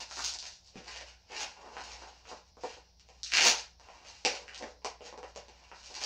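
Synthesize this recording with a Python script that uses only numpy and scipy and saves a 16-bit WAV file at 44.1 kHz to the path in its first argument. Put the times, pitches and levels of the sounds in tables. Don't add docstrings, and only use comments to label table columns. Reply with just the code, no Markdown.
import sys
import numpy as np
from scipy import signal
from scipy.fft import rfft, irfft
from scipy.io import wavfile
from scipy.ndimage import uniform_filter1d

SR = 44100
rng = np.random.default_rng(int(sys.argv[2]) if len(sys.argv) > 2 else 0)


def int16_out(signal):
    q = np.round(np.clip(np.atleast_2d(signal).T, -1, 1) * 32767)
    wavfile.write(sys.argv[1], SR, q.astype(np.int16))


N = 266805

# (frequency [Hz], width [Hz], level [dB])
PANEL_MODES = [(135, 50, -13), (174, 110, -9), (252, 11, -22), (338, 47, -25), (494, 24, -11),
               (566, 178, -6), (752.5, 71, -7.5), (842, 68, -6.5), (960, 130, -2.5), (1367, 430, 2.5)]


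def tearing():
    # (start [s], swell [s], hold [s], fade [s], fizz drive [dB],
    # rasp drive against fizz [dB], panel rustle drive [dB], centre of the rustle [Hz])
    hand_strokes = [(0.0, 0.00039, 0.0034, 0.027, -33.5, -11, -48, 790),
                    (0.095, 0.092, 0.085, 0.097, -31.5, -19, -58.5, 1010),
                    (0.359, 0.025, 0.075, 0.14, -43.5, -19.5, -71, 830),
                    (0.595, 0.068, 0.018, .05, -55, -19.5, -76, 816),
                    (0.731, 0.03, 0.021, 0.066, -52.5, -3.5, -45, 414),
                    (0.826, 0.043, 0.072, 0.18, -45.5, -5.5, -58, 760),
                    (1.284, 0.037, 0.061, 0.044, -45.5, -1.5, -53, 729),
                    (1.344, 0.063, .02, 0.078, -34, -9, -49.5, 680),
                    (1.544, 0.04, 0.15, 0.062, -56, -4, -54.5, 680),
                    (1.72, 0.073, 0.092, .2, -45.5, -8, -56, 800),
                    (1.966, 0.042, 0.022, 0.21, -51, -6.5, -62, 740),
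                    (2.22, 0.054, 0.058, 0.068, -49, -9.5, -57, 680),
                    (2.435, 0.025, 0.012, 0.039, -63.5, -12, -73, 724),
                    (2.591, 0.052, .02, 0.13, -46.5, -6, -55, 570),
                    (2.993, 0.12, 0.077, .05, -60.5, -9.5, -74, 650),
                    (3.225, .012, 0.08, .03, -41.5, -25, -90, 800),
                    (3.311, 0.014, 0.082, 0.02, -27, -19.5, -52, 800),
                    (3.402, 0.049, 0.0079, 0.085, -17.5, -13, -35, 680),
                    (3.778, 0.07, 0.26, 0.052, -58, -5.5, -66.5, 825),
                    (4.032, 0.034, 0.052, 0.19, -48, -11.5, -66.5, 840),
                    (4.244, 0.0061, 0.029, .12, -35.5, -8.5, -40.5, 560),
                    (4.473, 0.031, 0.081, 0.055, -59, 1.5, -61, 700),
                    (4.594, 0.018, 0.008, .1, -47.5, -15, -41, 450),
                    (4.842, 0.0036, 0.0045, 0.063, -40.5, -12, -61, 740),
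                    (5.01, 0.047, 0.0076, 0.046, -46, -6, -52, 530),
                    (5.202, .08, 0.0088, 0.027, -54.5, -10, -61, 600),
                    (5.34, 0.017, .01, 0.083, -51, -7.5, -57, 580),
                    (5.445, 0.039, 0.45, 0.065, -63, -4.5, -69.5, 750),
                    (5.704, 0.19, 0.074, .05, -46.5, -13, -65, 650),
                    (5.968, 0.087, .01, .05, -31, -8.5, -47.5, 650)]
    top_slope, top_offset_db = 1.366, -18.5
    t = np.arange(0, N / SR, .002)
    modes_hz = np.transpose(PANEL_MODES)[0]
    power = np.zeros((3 + len(PANEL_MODES), len(t)))
    for *times, fizz_db, rasp_db, panel_db, centre_hz in hand_strokes:
        shape_db = stroke(t, *times)
        fibre_db = shape_db + fizz_db
        top_db = top_slope * fibre_db + top_offset_db
        power[:3] += gain_of([fibre_db, fibre_db + rasp_db, top_db]) ** 2
        rustle = gain_of(shape_db + panel_db) * share(modes_hz, centre_hz)[:, None]
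        power[3:] += rustle ** 2
    sample_t = np.arange(N) / SR
    level = np.array([np.interp(sample_t, t, np.sqrt(row)) for row in power])
    fibres = cracks(per_s=3000, spread_db=5.0, clump_db=2.5)
    jolts = cracks(per_s=1500, spread_db=4.5, clump_db=1.5)
    return np.vstack([level[:3] * fibres, level[3:] * jolts])


def stroke(t, start, swell, hold, fade):
    edge_db = 16.5
    peak = start + swell
    rise = np.maximum(peak - t, 0) / max(swell, 1e-3)
    fall = np.maximum(t - peak - hold, 0) / max(fade, 1e-3)
    return -edge_db * (rise + fall)


def cracks(per_s, spread_db, clump_db):
    size = gain_of(spread_db * np.minimum(rng.exponential(1, N), 5))
    signed_size = size * rng.choice([-1., 1.], N)
    breaks = rng.random(N) < per_s / SR
    clump = uniform_filter1d(uniform_filter1d(rng.standard_normal(N), 300), 300)
    x = signed_size * breaks * gain_of(clump_db * clump / clump.std())
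    return x / x.std()


def snaps():
    # (time [s], crack drive [dB], rasp drive against crack [dB],
    # panel thump drive [dB], centre of the thump [Hz])
    releases = [(0.084, -49, -10, -64, 1120), (0.1114, -27, -12, -48.5, 1250),
                (0.171, -26, -7, -43.5, 1440), (0.192, -24, -23, -39.5, 1410), (0.338, -20, -34, -59, 773),
                (0.3475, -35, -6, -55, 855), (0.388, -21, -30, -76, 1090), (0.4266, -30.5, -11, -53.5, 960),
                (0.4544, -29.5, -8.5, -52, 820), (0.757, -44, 1.5, -20.5, 207), (0.961, -30, -3, -52, 970),
                (1.0107, -35, -3.5, -36.5, 397), (1.3005, -55, 11, -46, 462), (1.3207, -37, -9, -48, 840),
                (1.366, -26, -8, -58, 920), (1.567, -50, -3, -56, 797), (1.6618, -48, -6, -46.5, 810),
                (1.7677, -37, 1, -40, 970), (2.023, -38, -17, -45.5, 930), (2.254, -59, 13, -56.5, 1000),
                (2.3152, -42, -26, -37, 640), (2.57, -50, -10, -38.5, 420), (2.6362, -33.5, -4, -27, 500),
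                (2.7681, -42, -15, -46.5, 510), (2.9969, -42, -5, -69, 300), (3.088, -42.5, -7, -49.5, 543),
                (3.2324, -19, -19.5, -70, 800), (3.261, -28, -11.5, -75, 740),
                (3.268, -28.5, -14.5, -80, 740), (3.3019, -32, -6, -68, 805), (3.32, -21, 3, -64, 797),
                (3.337, -12, -1, -49, 1300), (3.3707, -12.5, 4.5, -43.5, 1030),
                (3.3828, -11, -1, -35.5, 820), (3.4098, -17, 7, -33, 720), (3.4279, -8, -9, -34.5, 720),
                (3.4441, -26.5, 12, -43, 731), (3.464, -12, -3.5, -21, 323), (3.5069, -29, -3, -35.5, 846),
                (3.7978, -42, -12, -57.5, 870), (3.887, -47, 2.5, -48.5, 770),
                (4.0497, -44, -1, -51.5, 770), (4.25, -7.5, -3.5, -23, 525), (4.4805, -34, 1, -59, 581),
                (4.5462, -26, -14.5, -64, 746), (4.578, -28, -12, -69, 638), (4.625, -32.5, 6, -26, 374),
                (4.8194, -53, -3.5, -61, 736), (4.8471, -19.5, -7.5, -33, 783),
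                (5.0075, -49.5, 6, -39.5, 500), (5.1267, -46, -4, -38.5, 553),
                (5.177, -37.5, -7.5, -37.5, 555.6), (5.2304, -38, -3, -34, 564),
                (5.3608, -29.5, -10, -34.5, 549.4), (5.4837, -41, -2, -47.5, 507),
                (5.7156, -50, 9, -45, 1030), (5.8312, -44.5, -4, -73, 1080), (5.8661, -38, -20, -72, 800),
                (5.9013, -61, -17, -45, 480), (5.9649, -34, -21, -48, 799), (6.0174, -37, -1, -42.5, 820),
                (6.0377, -14.5, -30, -42, 509)]
    crack_ms, thump_ms = 0.54, 4.1
    top_db = -47
    length = 4096
    drive = np.zeros((3 + len(PANEL_MODES), N + length))
    modes_hz = np.transpose(PANEL_MODES)[0]
    noises = rng.standard_normal((len(releases), length))
    for (s, crack_db, rasp_db, thump_db, centre_hz), noise in zip(releases, noises):
        at = round(s * SR)
        crack = blow(noise, crack_ms * SR / 1000)
        thump = blow(noise, thump_ms * SR / 1000)
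        levels_db = [[crack_db], [crack_db + rasp_db], [crack_db + top_db]]
        drive[:3, at:at + length] += crack * gain_of(levels_db)
        drive[3:, at:at + length] += thump * gain_of(thump_db) * share(modes_hz, centre_hz)[:, None]
    return drive[:, :N]


def blow(noise, samples):
    burst = noise * np.exp(-np.arange(len(noise)) / samples)
    burst *= np.sqrt(samples / 4) / np.linalg.norm(burst)
    burst[0] = np.sqrt(samples)
    return burst


def share(hz, centre_hz):
    octaves = np.log2(hz / np.clip(centre_hz, 100, 2000))
    return np.exp(-.5 * (octaves / .44) ** 2)


def fibre_sound(fizz, rasp, top):
    # (frequency [Hz], width [Hz], level [dB])
    fizz_modes = [(4128, 1460, -11.5), (5860, 2600, -7.5), (6950, 1350, -8), (7870, 860, -10.5)]
    rasp_modes = [(1522, 500, -6.5), (2140, 1200, -2.5), (2821, 740, -4), (2790, 330, -24.5)]
    top_modes = [(10020, 1330, 20.6), (14300, 1900, 19.4)]
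    return ring(fizz, fizz_modes) + ring(rasp, rasp_modes) + ring(top, top_modes)


def panel_sound(drives):
    soft = signal.butter(2, 1750, fs=SR)
    modes = sum(ring(x, [mode]) for x, mode in zip(drives, PANEL_MODES))
    return signal.lfilter(*soft, modes)


def ring(x, modes):
    t = np.arange(2048) / SR
    pulse = np.zeros(len(t))
    for k, (hz, width, db) in enumerate(modes):
        sign = (-1) ** k
        unit_energy = np.sqrt(4 * np.pi * width / SR)
        decay = np.exp(-np.pi * width * t)
        pulse += sign * gain_of(db) * unit_energy * decay * np.sin(2 * np.pi * hz * t)
    return signal.oaconvolve(x, pulse)[:N]


def room(x):
    # (delay [s], level against the direct sound [dB])
    slaps = [(.006, -22.5), (.0085, -11.5), (0.014, -4), (.025, -16), (.031, -12)]
    tail_db = 3
    out = x.copy()
    for s, db in slaps:
        delay = round(s * SR)
        out[delay:] += gain_of(db) * x[:-delay]
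    turn = 2 * np.pi * 6.1 * np.arange(N) / SR
    for k in range(3):
        part = x * np.sqrt(2 / 3) * np.cos(turn + k * np.pi / 3)
        out += signal.oaconvolve(part, gain_of(tail_db) * echoes())[:N]
    return out


def echoes():
    # (frequency [Hz], time [s])
    decay_times = [(250, 0.17), (700, 0.29), (1800, 0.3), (4600, 0.22), (10000, 0.16)]
    taps = np.zeros(SR // 2)
    at = np.arange(200, len(taps) - 20, 20)
    taps[at + rng.integers(0, 20, len(at))] = rng.choice([-1., 1.], len(at))
    hz, t, z = signal.stft(taps, SR, nperseg=256)
    decay = gain_of(-60 * t / read(decay_times, hz)[:, None])
    tail = signal.istft(z * decay, SR, nperseg=256)[1]
    return tail / np.linalg.norm(tail)


def microphone(x):
    # (frequency [Hz], gain [dB])
    response = [(90, -30.5), (220, -9.5), (6600, 3.5), (7600, -15.5), (9500, -24), (11200, -38.5),
                (12900, -38), (15000, -28.5)]
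    # (centre [Hz], half width [Hz], gain [dB])
    notch = (12050, 350, -30)
    notch_hz, half_width, notch_db = notch
    hz = abs(np.fft.fftfreq(4096, 1 / SR))
    db = read(response, hz) + notch_db * np.exp(-((hz - notch_hz) / half_width) ** 2)
    spectrum = np.exp(np.conj(signal.hilbert(np.log(gain_of(db)))))
    taps = np.fft.ifft(spectrum).real[:2048]
    return signal.oaconvolve(x, taps)[:N]


def hum():
    # (time [s], rms level [dB])
    waver = [(0.0, -66), (0.25, -57.5), (0.59, -79), (0.99, -58.5), (1.33, -70), (1.43, -67), (1.58, -74),
             (1.94, -57), (2.42, -69), (3.25, -64), (3.35, -59.5), (4.03, -69.5), (4.63, -62.5),
             (5.09, -66), (5.32, -62), (6.05, -69)]
    mains_hz, third_db = 60, -80.5
    t = np.arange(N) / SR
    turn = 2 * np.pi * (mains_hz * t + rng.random())
    fundamental = gain_of(np.interp(t, *np.transpose(waver))) * np.sin(turn)
    third = gain_of(third_db) * np.sin(3 * turn)
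    return np.sqrt(2) * (fundamental + third)


def rumble_and_hiss():
    # (frequency [Hz], relative density [dB per Hz])
    floor = [(20, -9), (45, 2.5), (80, 3), (135, -10.5), (204, -15.5), (400, -18), (830, -13.5),
             (1500, -38), (3200, -26), (4300, -15), (5700, -11.5), (7000, -36), (8500, -46), (15700, -39)]
    hz = np.fft.rfftfreq(N, 1 / SR)
    noise = irfft(rfft(rng.standard_normal(N)) * gain_of(read(floor, hz)), N)
    return gain_of(-67) * noise / noise.std()


def gain_of(db):
    return 10 ** (np.asarray(db) / 20)


def read(points, hz):
    f, value = np.transpose(points)
    return np.interp(np.log(hz + 1), np.log(f + 1), value)


def scene():
    fizz, rasp, top, *panel = tearing() + snaps()
    board = fibre_sound(fizz, rasp, top) + panel_sound(panel)
    return (microphone(room(board)) + rumble_and_hiss() + hum())[None]


def record(dry):
    taps = signal.firwin(511, 15750, window=("kaiser", 9), fs=SR)
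    return signal.oaconvolve(dry, taps[None], "same")


dry = scene()
out = record(dry)
int16_out(out)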